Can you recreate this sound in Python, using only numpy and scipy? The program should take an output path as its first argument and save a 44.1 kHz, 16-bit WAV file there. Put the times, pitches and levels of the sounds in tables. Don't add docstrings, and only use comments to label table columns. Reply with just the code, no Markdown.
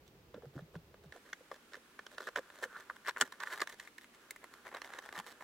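import sys
import numpy as np
from scipy import signal
from scipy.fft import rfft, irfft, next_fast_len
from scipy.io import wavfile

SR = 44100
rng = np.random.default_rng(int(sys.argv[2]) if len(sys.argv) > 2 else 0)


def generate_wav(sig):
    pcm = np.round(np.clip(np.atleast_2d(sig).T, -1, 1) * 32767).astype(np.int16)
    wavfile.write(sys.argv[1], SR, pcm)


N = 239842

# t/s, level of pleat ring/dB, frame re pleat/dB, crispness/dB
SNAPS = [(0.3445, -61.5, 5.5, 4.5), (0.5791, -51.5, -4, -18), (0.5926, -51.5, -4, -22),
         (0.7546, -49.5, -1, -12), (0.9432, -60, 3, -6), (1.124, -45.5, -16, -9), (1.3318, -35, -16, -8.5),
         (1.516, -46, 7.5, -9.5), (1.7348, -46.5, -10, -3), (1.7437, -43, -6, -11), (1.754, -47, -15, -8),
         (1.9923, -40.5, -7.5, -14.5), (2.0666, -47, -5, 0.5), (2.1826, -39.5, -9.5, -6),
         (2.2055, -42, -2, -13), (2.2722, -36.5, -16, -14), (2.2812, -40, -18, -16),
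         (2.2875, -42.5, 1, -7.5), (2.3606, -28, -9.5, -13), (2.3739, -43.5, 7, -3),
         (2.3853, -36, -2.5, -19), (2.5023, -50.5, -3.5, -7.5), (2.6347, -36.5, -7, -13),
         (2.6392, -33, -19, -13), (2.7643, -43.5, -8, -32), (2.8998, -35.5, -2, -24),
         (2.9087, -51.5, 9, -31), (3.074, -43.5, -12, -1), (3.0838, -34.5, 2.5, -10), (3.0946, -34, -1, -5),
         (3.164, -39, -5, -22), (3.1718, -35.5, -5.5, -18.5), (3.2123, -23.5, -4.5, 0),
         (3.2191, -32, -11, -5), (3.2232, -25, -10, -17), (3.3238, -50, 4, 0), (3.4033, -44.5, -5, -2),
         (3.4122, -44.5, 3, -18), (3.473, -35.5, -9.5, -20), (3.529, -40, -12, -21), (3.5397, -44, 1, -15),
         (3.597, -42, -5, -16), (3.605, -39.5, -3, -3.5), (3.6176, -36.5, -0.5, 2.5), (3.6204, -30, 0, -28),
         (3.6738, -39.5, -7, -6.5), (3.6972, -48.5, -2.5, -3), (3.7997, -41.5, -13, -5.5),
         (3.8753, -49.5, -4, -10), (3.9829, -45.5, -12, -7), (4.0441, -52.5, -12, -11),
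         (4.3084, -41.5, -17, -6), (4.3622, -47.5, -9.5, -14), (4.4423, -49, 1, -8.5),
         (4.5393, -55.5, 2, -1), (4.6682, -48, -1.5, -11), (4.7279, -53.5, 4.5, -17),
         (4.7485, -46, 1, -2.5), (4.7694, -47, -2, -3), (4.8185, -42.5, -3.5, -1.5),
         (4.8464, -44.5, -12, -6.5), (4.9372, -42.5, -4.5, -8), (4.9885, -44.5, -1.5, -2),
         (5.0907, -43, -7, -13), (5.127, -46.5, -0.5, -4), (5.1539, -44.5, -24, -14),
         (5.1703, -48, -1, -25), (5.19, -46, 0.5, 3.5), (5.1998, -49, 8.5, 1), (5.2643, -57, -2, -5),
         (5.4088, -51, 4, -15), (5.4236, -52, 2.5, -10)]
# start/s, end/s, crest level/dB, crest re ends/dB, crispness/dB
SCRAPES = [(0.057, 0.093, -82, 6, 14.5), (0.338, 0.382, -69, -7, -20), (0.414, 0.464, -73, -6, -9),
           (0.533, 0.625, -68.5, 0.5, -5), (0.735, 0.771, -66.5, 4, -2.5), (1.025, 1.073, -72.5, 2, -2),
           (1.118, 1.189, -60, 11, -7), (1.25, 1.311, -63.5, 3.5, -7), (1.505, 1.573, -63.5, 0, -2.5),
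           (1.711, 1.788, -63.5, 3, -5), (2.105, 2.158, -65, 0, -2.5), (2.173, 2.189, -53, 11, -10),
           (2.188, 2.238, -53, 10, -5), (2.23, 2.28, -63.5, 2, 2), (2.266, 2.296, -47, 13, -10),
           (2.351, 2.397, -50, 2, -5), (2.526, 2.61, -65.5, -2, -3.5), (2.606, 2.663, -42.5, 18.5, -7.5),
           (2.713, 2.842, -53.5, 19, -8), (2.96, 2.968, -52, 5, -7.5), (3.044, 3.117, -35, 22, -11.5),
           (3.175, 3.246, -39, 14.5, -7.5), (3.245, 3.283, -58, -2, -8), (3.315, 3.362, -55, 6, -11),
           (3.397, 3.442, -44.5, -2.5, -13), (3.451, 3.493, -52.5, 7, -6.5), (3.498, 3.555, -44, 3, -9),
           (3.546, 3.589, -54.5, -3.5, -6), (3.593, 3.647, -49, 6, -8), (3.67, 3.751, -57.5, 2, -4.5),
           (3.771, 3.899, -61.5, 3.5, -4.5), (4.008, 4.052, -65, 3.5, -1), (4.136, 4.16, -65, 4, -2.5),
           (4.41, 4.458, -64, 6, -24), (4.648, 4.695, -53.5, 8.5, -9), (4.708, 4.792, -53, 4, -13),
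           (4.827, 4.885, -56.5, 11, -4), (4.888, 4.912, -57.5, 1.5, -8.5), (4.918, 5.005, -60, -4, -8.5),
           (5.017, 5.094, -58.5, 4.5, -5), (5.134, 5.217, -50, 7.5, -6.5), (5.254, 5.331, -64, -8.5, -2),
           (5.404, 5.438, -58, 12, -7.5)]
# t/s, level/dB, f/Hz
KNOCKS = [(0.344, -40, 507), (0.345, -43.5, 296), (0.361, -47, 217), (0.379, -38, 480), (0.434, -39, 450),
          (0.445, -40.5, 480), (0.466, -46.5, 139), (0.554, -40, 312), (0.561, -40, 139),
          (0.565, -37.5, 287), (0.621, -44, 158), (0.744, -44, 480), (0.76, -39.5, 162), (1.06, -52, 154),
          (1.16, -39.5, 710), (1.408, -44.5, 503), (1.526, -40, 532), (1.772, -45.5, 475),
          (2.375, -32, 440), (2.39, -30, 530), (2.656, -37, 495), (3.22, -33.5, 389), (3.225, -40.5, 261),
          (3.735, -46.5, 430), (4.315, -52, 420), (4.448, -59, 483), (5.178, -51, 178), (5.195, -55, 201)]
# t/s, level/dB
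RUBBING = [(0.9, -100), (1.25, -73.5), (2.1, -71.5), (2.42, -65.5), (2.8, -63), (3.0, -68.5), (3.36, -68.5),
           (3.52, -48.5), (3.7, -71), (3.97, -87), (4.24, -66), (4.38, -74), (4.55, -61.5), (4.63, -68.5),
           (4.8, -63.5), (5.25, -63.5), (5.43, -66.5)]
# t/s, level/dB, f/Hz
FINGER_SLIDE = [(2.64, -66, 1550), (2.688, -66, 1500), (2.73, -55, 1430), (2.771, -50, 1364),
                (2.80, -71, 1345), (2.85, -80, 1360)]
# t/s, level/dB, f/Hz, width/Hz, decay/s
NAIL_TICK = (4.3086, -41, 12000, 7000, .0018)
# t/s, pleat f/Hz, push into housing/dB, paper tick re crackle/dB
SEATING = [(0.4, 1510, 8.5, -27), (1.05, 1560, 8, -21), (1.3, 1690, -2, -25), (2.22, 1570, 1.5, -13),
           (2.4, 1680, -1, -20), (2.65, 1620, -0.5, 3), (2.88, 1620, -11.5, -22), (3.09, 1700, -12, -10),
           (3.22, 1610, -4.5, 6.5), (3.45, 1635, -19.5, -15), (3.62, 1740, -5, -0.5), (4.0, 1800, -15, -3),
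           (4.33, 1960, 2.5, 8.5), (4.8, 1755, 2.5, -11.5), (5.4, 1730, 0, 1.5)]
# f/Hz, width/Hz, level in snap/dB, level in scrape/dB
RINGS = [ (480, 294, -2.5, 0.5), (1072, 370, -1.5, -4.5), (3830, 2300, -1.5, -1), (7000, 2400, -8.5, -7.5),
         (9700, 8000, -6.5, -6.5), ]
RING_HZ, RING_WIDTH_HZ, RING_SNAP_DB, RING_SCRAPE_DB = np.transpose(RINGS)
# t/s, factor on f, factor on width
FREED = [(3.3, 1.025, 0.94), (4.6, 1.44, 3.45)]
# f/Hz, width/Hz, depth/dB
PANEL_NOTCH = (4700, 450, 7)
# f/Hz, side re mid/dB
PANEL_SPREAD = [(100, -18), (600, -18), (1400, -16), (2100, -7), (4000, -6), (8000, -3), (13000, 0)]
# f/Hz, density/dB
RUMBLE_SPECTRUM = [(25, -13), (50, -5.5), (70, 1), (100, -9), (150, -4.5), (240, -14), (410, -8.5),
                   (600, -16.5), (1100, -21), (2600, -24), (5000, -29.5), (9600, -37.5), (14000, -33)]
HISS_SPECTRUM = [(25, -6), (70, -6.5), (120, -11.5), (240, -1), (410, -3.5), (650, -10), (1000, -9.5),
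                 (1400, -7.5), (2500, -10), (5000, -17), (10000, -20.5), (16000, -24.5)]
# f/Hz, correlation (0-1)
BACKGROUND_LIKENESS = [(50, 0.99), (500, 0.9), (1500, 0.05), (4000, 0), (15000, 0)]

RUMBLE_DB, HISS_DB, RUMBLE_END_S = -62, -64, 1.12
PLEAT_HZ, PLEAT_WIDTH_HZ = 1700, 447
MEDIAN_CATCH_GAP_S, CATCH_DECAY_S, CATCH_SPREAD_DB = 1 / 160, .0022, 4
STEADY_GRIP = .18
SCRAPE_CREST = 0.65
FOLD_START_S, FOLD_END_S, CRINKLES_PER_S = 4.72, 5.34, 10
CRINKLE_DB, CRINKLE_FRAME_DB, CRINKLE_CRISP_DB, CRINKLE_SPREAD_DB = -53.5, -11, -14, 0.5
KNOCK_CYCLES = 15.4
RIGHT_RE_LEFT_DB, TOP_HZ = 1.2, 16100


def snaps(level_db=0, jerk=0.47, strain_s=0.0011, crunch_s=0.0021, length_s=0.0026, dulling=0.82, usual_db=-45):
    out, t = np.zeros((2, N)), np.arange(-384, 512) / SR
    for s, db, frame_db, crisp_db in [*SNAPS, *crinkles()]:
        fibres = slips(len(t), 16000, 3.5)
        crunch = unit(fibres * np.exp(-abs(t) / np.where(t < 0, strain_s, crunch_s)))
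        force = crunchiness(s, db) * crunch + jerk * (t == 0)
        pitch_hz, colour_db = contact(s, frame_db, crisp_db, tick_share=1)
        colour_db[-1] -= dulling * max(db - usual_db, 0)
        sound = ring(force, s, pitch_hz, db + level_db, colour_db + RING_SNAP_DB)
        add(out, s + t[0], sound * np.sqrt(length_s * SR))
    return out


def crinkles():
    count = int((FOLD_END_S - FOLD_START_S) * CRINKLES_PER_S)
    moments_s = FOLD_START_S + (np.arange(count) + rng.random(count)) / CRINKLES_PER_S
    offsets_db = CRINKLE_SPREAD_DB * np.clip(rng.standard_normal((count, 3)), -2, 2)
    return np.column_stack([moments_s, offsets_db + [CRINKLE_DB, CRINKLE_FRAME_DB, CRINKLE_CRISP_DB]])


def crunchiness(s, db, clean=0.59, ground=1.13, reach_db=13):
    drags_db = [crest_db for start, end, crest_db, *_ in SCRAPES if start <= s <= end]
    return np.interp(max(drags_db, default=-np.inf) - db, [-reach_db, 0], [clean, ground])


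def scrapes(level_db=-1, taper=0.24, frame_db=-0.77, tick_share=0.16):
    out, t = np.zeros((2, N)), np.arange(N) / SR
    gaps, sizes = rng.standard_normal((2000, 2)).T
    moments_s = np.cumsum(np.exp(.4 * gaps)) * MEDIAN_CATCH_GAP_S
    heights = gain_of(CATCH_SPREAD_DB * np.clip(sizes, -2, 2))
    catches = np.bincount((moments_s * SR).astype(int), heights, N)[:N]
    grip = STEADY_GRIP + signal.lfilter([1], [1, -np.exp(-1 / (CATCH_DECAY_S * SR))], catches)
    friction = grip * slips(N, 7000, 2.58)
    for start, end, db, swell_db, crisp_db in SCRAPES:
        stroke = friction[(t >= start) & (t < end)]
        progress = np.linspace(0, 1, len(stroke))
        effort = gain_of(np.interp(progress, [0, SCRAPE_CREST, 1], [-swell_db, 0, -swell_db]))
        force = stroke * effort * signal.windows.tukey(len(stroke), taper)
        pitch_hz, colour_db = contact((start + end) / 2, frame_db, crisp_db, tick_share)
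        sound = ring(force, start, pitch_hz, db + level_db, colour_db + RING_SCRAPE_DB)
        add(out, start, sound * np.linalg.norm(effort))
    return out


def contact(s, frame_db, crisp_db, tick_share):
    when, *columns = np.transpose(SEATING)
    pitch_hz, push_db, tick_db = (np.interp(s, when, column) for column in columns)
    tick = crisp_db + tick_share * tick_db
    return pitch_hz, np.array([frame_db + push_db, frame_db, crisp_db, tick, tick])


def ring(force, s, pitch_hz, db, others_db, panel_s=0.0012):
    size = next_fast_len(len(force) + SR // 30)
    hz, force_spectrum = abs(np.fft.fftfreq(size, 1 / SR)) + 1, np.fft.fft(force, size)
    when, higher, wider = np.transpose(FREED)
    centres_hz, widths_hz = np.append(pitch_hz, RING_HZ), np.append(PLEAT_WIDTH_HZ, RING_WIDTH_HZ)
    widths_hz[0] *= max(pitch_hz / PLEAT_HZ, 1) ** 2
    centres_hz[1] *= np.interp(s, when, higher)
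    widths_hz[1] *= np.interp(s, when, wider)
    notch_hz, notch_width_hz, notch_db = PANEL_NOTCH
    path_power = gain_of(-notch_db / (1 + ((hz - notch_hz) / notch_width_hz) ** 2)) ** 2
    power = 0
    for centre, width, level_db in zip(centres_hz, widths_hz, db + np.append(0, others_db)):
        shape = path_power / (1 + ((hz ** 2 - centre ** 2) / (hz * width)) ** 4)
        power = power + gain_of(level_db) ** 2 * shape / np.mean(shape * abs(force_spectrum) ** 2 + 1e-20)
    log_gain = np.log(power + 1e-7 * power.max()) / 2
    mid = force_spectrum * np.exp(signal.hilbert(log_gain).conj())
    panel_t = np.arange(SR // 200) / SR
    panels = unit(rng.standard_normal(len(panel_t)) * np.exp(-panel_t / panel_s))
    side = mid * np.fft.fft(panels, size) * gain_of(read(PANEL_SPREAD, hz))
    return np.fft.ifft([mid + side, mid - side]).real


def slips(size, per_s, spread_db):
    chance, height, sign = rng.random((size, 3)).T
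    strength = gain_of(spread_db * np.minimum(-np.log(height + 1e-9), 4))
    return (chance < per_s / SR) * strength * np.sign(sign - .5)


def knocks(level_db=2, rise_s=0.0021, flex=0.23, flex_ratio=0.64):
    out, t = np.zeros((2, N)), np.arange(SR // 5) / SR
    for s, db, hz in KNOCKS:
        t60_s = KNOCK_CYCLES / hz
        swing = np.sin(2 * np.pi * hz * t) + flex * np.sin(2 * np.pi * hz * flex_ratio * t)
        envelope = (1 - np.exp(-t / rise_s)) * np.exp(-np.log(1000) * t / t60_s)
        add(out, s, swing * envelope * gain_of(db + level_db))
    return out


def finger_slide(width_hz=420):
    when, db, hz = np.transpose(FINGER_SLIDE)
    t, r = np.arange(N) / SR, np.exp(-np.pi * width_hz / SR)
    noise = rng.standard_normal(N) + 1j * rng.standard_normal(N)
    wobble = signal.lfilter([1], [1, -2 * r, r * r], noise)
    phase = 2 * np.pi * np.cumsum(np.interp(t, when, hz)) / SR
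    rub = (wobble * np.exp(1j * phase)).real
    return rub / rub.std() * gain_of(np.interp(t, when, db)) * (t > when[0]) * (t < when[-1])


def fingernail():
    s, db, hz, width_hz, decay_s = NAIL_TICK
    out, t = np.zeros((2, N)), np.arange(SR // 50) / SR
    b, a = signal.butter(2, [hz - width_hz / 2, hz + width_hz / 2], "bandpass", fs=SR)
    fizz = signal.lfilter(b, a, rng.standard_normal((2, len(t))))
    add(out, s, gain_of(db) * fizz / fizz.std() * np.exp(-t / decay_s))
    return out


def rubbing(level_db=-2, pitch_hz=1500, push_db=-8, crisp_db=-10):
    colour_db = np.array([push_db, 0, crisp_db, crisp_db, crisp_db]) + RING_SCRAPE_DB
    grains = ring(slips(N, 2500, 1.7), 0, pitch_hz, level_db, colour_db)[:, :N] * np.sqrt(N)
    return grains * gain_of(np.interp(np.arange(N) / SR, *np.transpose(RUBBING)))


def footwell(x, echo_db=-12, t60_s=0.038, apart=0.4):
    t = np.arange(SR // 8) / SR
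    taps = rng.choice([-1., 1.], (2, len(t))) * (rng.random((2, len(t))) < .1)
    decay = (t > .002) * np.exp(-np.log(1000) * t / t60_s)
    shared, differing = (unit(row * decay) for row in taps)
    tails = np.array([shared + apart * differing, shared - apart * differing])
    return x + gain_of(echo_db) * signal.oaconvolve(x, tails, axes=1)[:, :N]


def background(spectrum, db):
    hz = np.fft.rfftfreq(N, 1 / SR)
    a, b = rfft(rng.standard_normal((2, N)))
    same = read(BACKGROUND_LIKENESS, hz)
    sides = np.array([a, same * a + np.sqrt(1 - same ** 2) * b])
    noise = irfft(sides * gain_of(read(spectrum, hz)), N)
    return gain_of(db) * noise / noise.std()


def gain_of(db):
    return 10 ** (np.asarray(db) / 20)


def unit(x):
    return x / np.sqrt(np.sum(x ** 2) + 1e-20)


def read(points, hz):
    f, value = np.transpose(points)
    return np.interp(np.log(hz + 1), np.log(f + 1), value)


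def add(mix, s, sound):
    part = mix[:, round(s * SR):][:, :sound.shape[-1]]
    part += sound[..., :part.shape[-1]]


def scene():
    early = np.clip((RUMBLE_END_S - np.arange(N) / SR) / .025 + .5, 0, 1)
    rumble = np.sqrt(early) * background(RUMBLE_SPECTRUM, RUMBLE_DB)
    hiss = np.sqrt(1 - early) * background(HISS_SPECTRUM, HISS_DB)
    handling = snaps() + scrapes() + knocks() + finger_slide() + fingernail() + rubbing()
    return footwell(handling) + rumble + hiss


def record(dry, bass_hz=55):
    b, a = signal.butter(1, bass_hz, "highpass", fs=SR)
    heard = signal.lfilter(b, a, dry) * gain_of([[-RIGHT_RE_LEFT_DB / 2], [RIGHT_RE_LEFT_DB / 2]])
    lowpass = signal.firwin(301, TOP_HZ, window=("kaiser", 8), fs=SR)
    return signal.oaconvolve(heard, lowpass[None], "same")


dry = scene()
out = record(dry)
generate_wav(out)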